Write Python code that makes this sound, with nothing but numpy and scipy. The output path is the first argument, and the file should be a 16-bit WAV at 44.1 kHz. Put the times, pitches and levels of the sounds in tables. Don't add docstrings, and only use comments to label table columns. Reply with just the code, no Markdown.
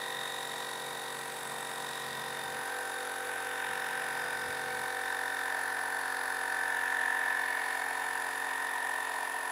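import sys
import numpy as np
from scipy import signal
from scipy.fft import rfft, irfft, next_fast_len
from scipy.io import wavfile

SR = 44100
rng = np.random.default_rng(int(sys.argv[2]) if len(sys.argv) > 2 else 0)


def unload_audio(sound):
    columns = np.transpose(np.atleast_2d(sound))
    steps = np.round(np.clip(columns, -1, 1) * 32767)
    wavfile.write(sys.argv[1], SR, steps.astype(np.int16))


def field_ratio(decibels):
    return 10 ** (np.asarray(decibels, dtype=float) / 20)


N = 419391

# time in seconds, speed in strokes per second.
CRANK_SPEED = [(0, 46.14), (1, 45.962), (1.5, 45.818), (2, 45.745), (2.5, 45.644), (3, 45.477),
               (3.5, 45.448), (4, 45.396), (4.5, 45.16), (5, 45.188), (5.5, 45.047), (6, 45.032),
               (6.5, 44.95), (7, 44.793), (8, 44.715), (8.5, 44.622), (9, 44.594), (9.51, 44.495)]
# multiple of crank speed, level in dB.
STROKE_HUM = [(1, -36), (2, -16), (3, -16.5), (4, -6), (5, -47.5), (6, -7.5), (7, -27), (8, -5.5),
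              (9, -7.5), (10, 1.5), (11, -1), (12, -4.5), (13, -15.5)]
# multiple of crank speed, level in dB.
BENCH_HUM = [(3, -2), (5, -2.5)]
# motor turns, crank turns (both rounded), level in dB.
SHAFT_WOBBLE = [(1, -4.5, -76), (1, 3, -68), (1, 27, -86), (1, 6.5, -72), (1, -4, -82), (2, 6.5, -70),
                (3, 3, -62), (4, 4.5, -101)]

# centre in Hz, width in Hz, share of scraping hiss in dB.
PANEL_MODES = [(699, 140, -1), (826, 258, 3.5), (973, 120, 5.5), (1012, 200, -9.5)]
CYLINDER_MODES = [(1417, 580, 0), (1557, 92, 0.0051)]
MESH_MODES = [(1704, 220, -20), (1782, 350, -7.5)]
SECOND_MODES = [(3496, 630, 2.1), (3830, 520, 1.6)]
CAN_MODES = [(10300, 360, 1), (10780, 440, 3)]

# frequency in Hz, level in dB per Hz.
HISS_COLOUR = [(1500, -3), (1950, -12), (2300, -8.5), (3200, -14.5), (4100, -21), (4700, -20), (5500, -23),
               (6400, -17), (8500, -14.5), (9600, -14), (11000, -3.5), (11800, -4), (15000, -2.5),
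               (16500, -18)]
BODY_COLOUR = [(30, -60), (60, -58), (150, -44), (300, -20), (500, -11), (650, -3), (1200, 0), (2000, -5.5),
               (2600, -19)]
# low edge in Hz, high edge in Hz.
HISS_EDGES = [(1700, 3700), (3700, 5600), (5600, 9800), (9800, 16500)]
# one width in Hz each, then one level against the hiss in dB each.
CAVITY_WIDTHS = [580, 230, 930]
CAVITY_SHARES = [-8, -9.5, -8]
# multiple of tooth rate, level in dB.
TOOTH_STREAKS = [(2.45, -66), (2.8, -67), (3, -67), (4, -67), (5, -66)]

# time in seconds, level in dB, length in seconds.
BUMPS = [
    (1.4, -71, .04),
    (1.98, -67, .03),
    (2.5, -66, .07),
    (3.7, -68, .03),
    (4.484, -56, 0.032),
    (4.8, -70, 0.031),
]
# start in seconds, end in seconds, deep drumming in dB, upper drumming in dB.
RESTS = [
    (-.2, 2.1, -77, -59),
    (2.1, 2.63, -73, -58),
    (3.66, 4.32, -74, -60),
    (4.32, 4.86, -67.5, -60),
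]
# time in seconds, turn, roll and tilt in plain units.
GRIP = [(0.0, 1.86, -1.6, 2.5), (0.3, 1.93, -1.5, 1.5), (0.9, 2.3, -0.7, 0.1), (1.5, 1.83, -0.46, -0.87),
        (2.1, 1.9, -1.22, 1.03), (2.7, 0.78, 1.46, -0.8), (3.2, 1.22, 2, -1.34), (3.7, -0.16, 0.97, 0.5),
        (4.2, -0.34, 1.22, 0.25), (4.7, 0.5, 1.27, 0.73), (5.2, -0.7, 0.6, 0.9), (5.8, -1.32, 1.23, -1.07),
        (6.4, -1.17, 1.36, -0.7), (7.05, -2, 0.14, 0.8), (7.6, -1.32, -0.2, -0.3), (8.2, -0.93, 0.5, -1.7),
        (8.8, -0.94, -0.9, -1.1), (9.51, -0.6, -0.3, -2.4)]
# time in seconds, cover about its mean in plain units.
PALM = [(0, 0.1), (.8, -0.1), (2.2, 0.5), (2.9, 0.2), (3.65, 2), (4.4, 0), (5.4, -1.4), (6.2, -1.5),
        (6.8, -.2), (7.7, -0.2), (8.6, -0.1), (9.51, .1)]
# low, middle and high hiss in dB per unit of cover.
PALM_MUFFLE = [1.67, -1.3, -0.1]
# time in seconds, length in seconds, centre in Hz, level in dB.
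GLINTS = [(1.5, 0.38, 8150, -55), (2.4, .3, 4960, -61), (2.9, .2, 7200, -62), (4.25, .2, 4950, -57),
          (4.6, .5, 9140, -60), (6.15, 0.23, 4380, -58), (6.8, .35, 6700, -63), (7.65, 0.37, 2195, -50),
          (7.8, .3, 4380, -59), (8.1, .3, 7070, -61), (8.3, .25, 8850, -62), (4.7, .4, 2250, -55)]

# dB at mean grip, dB per unit of turn, of roll, of tilt.
PISTON_AIM = (-46.5, -1, 1.5, 0.8)
PANEL_AIM = (-43, -1.9, -1.1, -0.55)
CYLINDER_AIM = (-45, -2, 3.5, 0.9)
MESH_AIM = (-39.5, -4, -1.36, 1.14)
SECOND_AIM = (-52, 1.5, -0.4, 2.5)
HISS_AIMS = [(-50, -1.17, -0.094, 0.17), (-55, 0.7, .2, 0.27), (-53, 0.6, -0.14, .2)]
CAN_AIM = (-51, -0.8, 0.45, -1.4)
HUM_AIM = (-52.5, .9, 0.6, 0.25)
SIXTH_AIM = (-61, -0.3, 0.65, 0.1)
BEAT_AIM = (-56.5, 2, 4.5, 3.5)
SLOT_AIM = (-64.5, 3, 3.5, 0)
DEEP_AIM = (-72.5, 0.2, 1.5, 1.5)
UPPER_AIM = (-68.5, 0.6, 2.5, .3)

# Hz at mean grip, % per unit of turn, of roll, of tilt.
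PANEL_PITCH = (955, -1.3, -3.9, 0.5)
MESH_PITCH = (1825, 1.7, -1.5, -0.3)
SECOND_PITCH = (3660, 1.1, 0.26, 0.13)
CAVITY_PITCHES = [(2387, 6, -4, 3), (4590, -1.5, 0.3, -2.4), (8320, 0.2, 1.9, .6)]

GEAR_TEETH, PINION_TEETH, MOTOR_SLOTS = 40, 11, 3
PEAK_LOAD_TURN = .91
BEAT_ORDER = 11
HELD_CONTACT = .12


def gears(crank):
    shaky = crank + 0.0008 * drift(2.9)
    taps = teeth(shaky)
    out = panel(crank, taps) + cylinder(crank, shaky, taps)
    out += mesh_whine(crank, shaky, taps) + second_whine(crank, shaky, taps)
    return out + body(crank, taps) + air(crank, taps) + overtones(crank)


def teeth(crank):
    mesh = GEAR_TEETH * crank + 0.872 * np.sin(2 * np.pi * (crank - PEAK_LOAD_TURN) + 0.757)
    tooth = np.floor(mesh - np.floor(mesh.min())).astype(int)
    strength = 1 + 0.45 * rng.standard_normal(tooth.max() + 1)[tooth]
    strength += 2.76 * rng.standard_normal(GEAR_TEETH)[tooth % GEAR_TEETH]
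    strength += 0.51 * rng.standard_normal(PINION_TEETH)[tooth % PINION_TEETH]
    return strength * np.exp(-14 * (1 + np.cos(2 * np.pi * mesh)))


def load(crank, depth_db, late=0.):
    angle = 2 * np.pi * (crank - PEAK_LOAD_TURN - late)
    shape = np.cos(angle) + 0.52 * np.cos(2 * angle + 0.13) + 0.64 * np.cos(3 * angle + 0.32)
    return field_ratio(depth_db * shape)


def panel(crank, taps):
    level_db = aimed(PANEL_AIM)
    out = field_ratio(aimed(PISTON_AIM) - 1.2) * tone(17 * crank, wander_db=.6)
    out += field_ratio(level_db - 3.0) * housing(taps, load(crank, 3.7, late=0.05), PANEL_MODES, flicker_db=-1.0)
    ring = burst(crank, (18, 26), slid(PANEL_PITCH), 77, late=0.031, glide=0.014, wander_db=1.2)
    return out + field_ratio(level_db - 3.5) * ring


def cylinder(crank, shaky, taps):
    level_db = aimed(CYLINDER_AIM)
    out = field_ratio(level_db - 5) * tone(34 * shaky, wander_db=1.2)
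    out += field_ratio(level_db - 4) * housing(taps, load(crank, 3, late=.05), CYLINDER_MODES, flicker_db=1.1)
    ring = burst(shaky, (31, 37), 1533, 88, late=0.1003, glide=0.034, wander_db=-1.3)
    return out + field_ratio(level_db - 5.5) * ring


def mesh_whine(crank, shaky, taps):
    level_db = aimed(MESH_AIM)
    rattle = housing(taps, load(crank, 3.5, late=-.06), MESH_MODES, flicker_db=1.2)
    whine = burst(shaky, (36, 43), slid(MESH_PITCH), 85, late=-.12, glide=.028, wander_db=1.2)
    return field_ratio(level_db - 1.5) * whine - field_ratio(level_db - 9) * rattle


def second_whine(crank, shaky, taps):
    level_db = aimed(SECOND_AIM)
    rattle = housing(taps, load(crank, 2.2, late=-.07), SECOND_MODES, flicker_db=1.2)
    whine = burst(shaky, (75, 87), slid(SECOND_PITCH), 120, late=-.12, glide=0.027, wander_db=4.0)
    return field_ratio(level_db - 7) * rattle + field_ratio(level_db - 5) * whine


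def body(crank, taps):
    rumble = rng.standard_normal(N) + 0.043 * clatter(taps)
    return field_ratio(-46.5) * coloured(load(crank, 0.23) * rumble, BODY_COLOUR)


def clatter(taps):
    return rms_one(np.diff(taps, prepend=0))


def housing(taps, force, modes, flicker_db):
    out = 0
    for k, (hz, width, hiss_db) in enumerate(modes):
        scrape = resonate(force * rng.standard_normal(N), hz, width)
        ring = resonate(force * taps, hz, width) + field_ratio(hiss_db) * scrape
        out = out + (-1) ** k * ring * field_ratio(flicker_db * drift(2.8))
    return rms_one(out)


def burst(crank, span, centre_hz, width_hz, late, glide, wander_db):
    speed = np.gradient(crank) * SR
    out, power = 0, 1e-9
    for k in range(*span):
        weight = np.exp(-.5 * ((k * speed - centre_hz) / width_hz) ** 2)
        lag = glide * (k - np.mean(span)) ** 2 + .04 * drift(1.0)
        out = out + weight * tone(k * (crank - PEAK_LOAD_TURN - late) + lag, wander_db)
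        power = power + weight ** 2
    return out / np.sqrt(power)


def air(crank, taps):
    palm, = in_time(PALM)
    hiss_db = [aimed(row) + muffle * palm for row, muffle in zip(HISS_AIMS, PALM_MUFFLE)]
    gust = load(crank, 1.05) * field_ratio(0.38 * drift(200))
    hiss = coloured(gust * (rng.standard_normal(N) + 0.33 * clatter(taps)), HISS_COLOUR)
    can_force = load(crank, 3.3, late=-.01)
    out = field_ratio(aimed(CAN_AIM) - 2.0) * housing(taps, can_force, CAN_MODES, flicker_db=0.5)
    for level_db, edges in zip(hiss_db + [-56], HISS_EDGES):
        out += field_ratio(level_db - 0.5 + 1.4 * drift(100)) * band(hiss, edges, order=3)
    return out + cavities(crank, hiss_db)


def cavities(crank, hiss_db):
    out = 0
    for level_db, pitch, width, share_db in zip(hiss_db, CAVITY_PITCHES, CAVITY_WIDTHS, CAVITY_SHARES):
        lowpass = signal.butter(2, width, fs=SR, output="sos")
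        slow = signal.sosfilt(lowpass, rng.standard_normal((2, N)))
        turn = 2 * np.pi * np.cumsum(slid(pitch)) / SR
        noise = slow[0] * np.cos(turn) + slow[1] * np.sin(turn)
        out = out + field_ratio(level_db + share_db) * rms_one(load(crank, 3.5) * noise)
    return out


def overtones(crank):
    out = 0
    for k, db in TOOTH_STREAKS:
        turns = k * GEAR_TEETH * crank + .4 * drift(60)
        out = out + field_ratio(db) * tone(turns, wander_db=3)
    return out * rms_one(load(crank, 3.7, late=-.05))


def glints(crank):
    air_flow = load(crank, 3.1) * rng.standard_normal(N)
    return sum(swell(at, length, db) * resonate(air_flow, hz, 0.065 * hz) for at, length, hz, db in GLINTS)


def hum(crank):
    motor = crank * GEAR_TEETH / PINION_TEETH
    stack = [row for row in STROKE_HUM[6:] if round(row[0]) != BEAT_ORDER]
    out = field_ratio(aimed(HUM_AIM) + 0.65) * orders(crank, stack, wander_db=0.2)
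    out += field_ratio(-93) * tone(crank, wander_db=1.5)
    out += field_ratio(-78) * tone(4 * crank, wander_db=.8)
    out += field_ratio(aimed(SIXTH_AIM)) * tone(6 * crank, wander_db=.6)
    out += field_ratio(aimed(BEAT_AIM)) * tone(BEAT_ORDER * crank, wander_db=.3)
    out += field_ratio(aimed(SLOT_AIM)) * tone(MOTOR_SLOTS * motor + .6, wander_db=.3)
    for m, c, db in SHAFT_WOBBLE:
        out += field_ratio(db) * tone(round(m) * motor + round(c) * crank + .3, wander_db=-0.5)
    return out + drumming(crank, motor)


def drumming(crank, motor):
    contact, deep_db, upper_db = bench()
    thud = band(rng.standard_normal(N), [45, 120])
    rattle = band(rng.standard_normal(N), [120, 810])
    wobble = tone(motor + crank, wander_db=1.5) + tone(motor, wander_db=1.5)
    deep = tone(2 * crank, wander_db=-0.5) + field_ratio(-14) * contact * thud
    upper = orders(crank, BENCH_HUM, wander_db=1.5)
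    upper += contact * (field_ratio(-4.0) * rattle + field_ratio(-8) * wobble)
    return field_ratio(deep_db - 0.5) * deep + field_ratio(upper_db - 1.0) * upper


def bench():
    s = np.arange(N) / SR
    chatter_db = 1.5 * np.array([drift(4), drift(4)])
    held = np.array([aimed(DEEP_AIM), aimed(UPPER_AIM)])
    levels, contact = held.copy(), HELD_CONTACT
    for start, end, *rest_db in RESTS:
        down = (np.tanh((s - start) / .02) - np.tanh((s - end) / .02)) / 2
        levels += down * (np.array(rest_db)[:, None] + chatter_db - held)
        contact = contact + (1 - HELD_CONTACT) * down
    return contact, *levels


def bumps():
    swells = sum(swell(at, length, db) for at, db, length in BUMPS)
    return swells * band(rng.standard_normal(N), [50, 230])


def aimed(row):
    return row[0] + np.dot(row[1:], in_time(GRIP))


def slid(row):
    return row[0] * (1 + np.dot(row[1:], in_time(GRIP)) / 100)


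def tone(turns, wander_db):
    return np.sqrt(2) * np.cos(2 * np.pi * turns) * field_ratio(wander_db * drift(1.82))


def orders(crank, table, wander_db):
    return rms_one(sum(field_ratio(db) * tone(round(k) * crank + rng.random(), wander_db) for k, db in table))


def swell(at, length, db):
    return field_ratio(db) * np.exp(-.5 * ((np.arange(N) / SR - at) / length) ** 2)


def resonate(x, hz, width):
    r = np.exp(-np.pi * width / SR)
    b, a = [1, 0, -1.058], [1, -2 * r * np.cos(2 * np.pi * hz / SR), r * r]
    return rms_one(signal.lfilter(b, a, signal.lfilter(b, a, x)))


def band(x, edges, order=2):
    return rms_one(signal.sosfilt(signal.butter(order, edges, "band", fs=SR, output="sos"), x))


def coloured(x, spectrum):
    size = next_fast_len(N)
    hz = np.arange(size // 2 + 1) * SR / size + 1
    points = np.array(spectrum)
    gain = field_ratio(np.interp(np.log(hz), np.log(points[:, 0]), points[:, 1], left=-70, right=-70))
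    return rms_one(irfft(rfft(x, size) * gain, size)[:N])


def drift(rate):
    r = np.exp(-80 * np.pi * rate / SR)
    noise = rng.standard_normal(N // 40 + 2002)
    slow = signal.lfilter([1], [1, -2 * r, r * r], noise)[2000:]
    return np.interp(np.arange(N) / 40, np.arange(len(slow)), rms_one(slow))


def in_time(rows):
    s, *columns = np.transpose(rows)
    return [np.interp(np.arange(N) / SR, s, c) for c in columns]


def rms_one(x):
    return x / np.sqrt(np.mean(x ** 2) + 1e-20)


def scene():
    crank = np.cumsum(in_time(CRANK_SPEED)[0]) / SR
    return (gears(crank) + glints(crank) + hum(crank) + bumps())[None]


def band_limit(x):
    return signal.sosfilt(signal.butter(12, 16020, fs=SR, output="sos"), x)


def record(dry):
    dry = signal.sosfilt(signal.butter(2, 40, "high", fs=SR, output="sos"), dry)
    dry = signal.sosfilt(signal.ellip(12, .3, 70, 15740, fs=SR, output="sos"), dry)
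    return band_limit(dry)


dry = scene()
out = record(dry)
unload_audio(out)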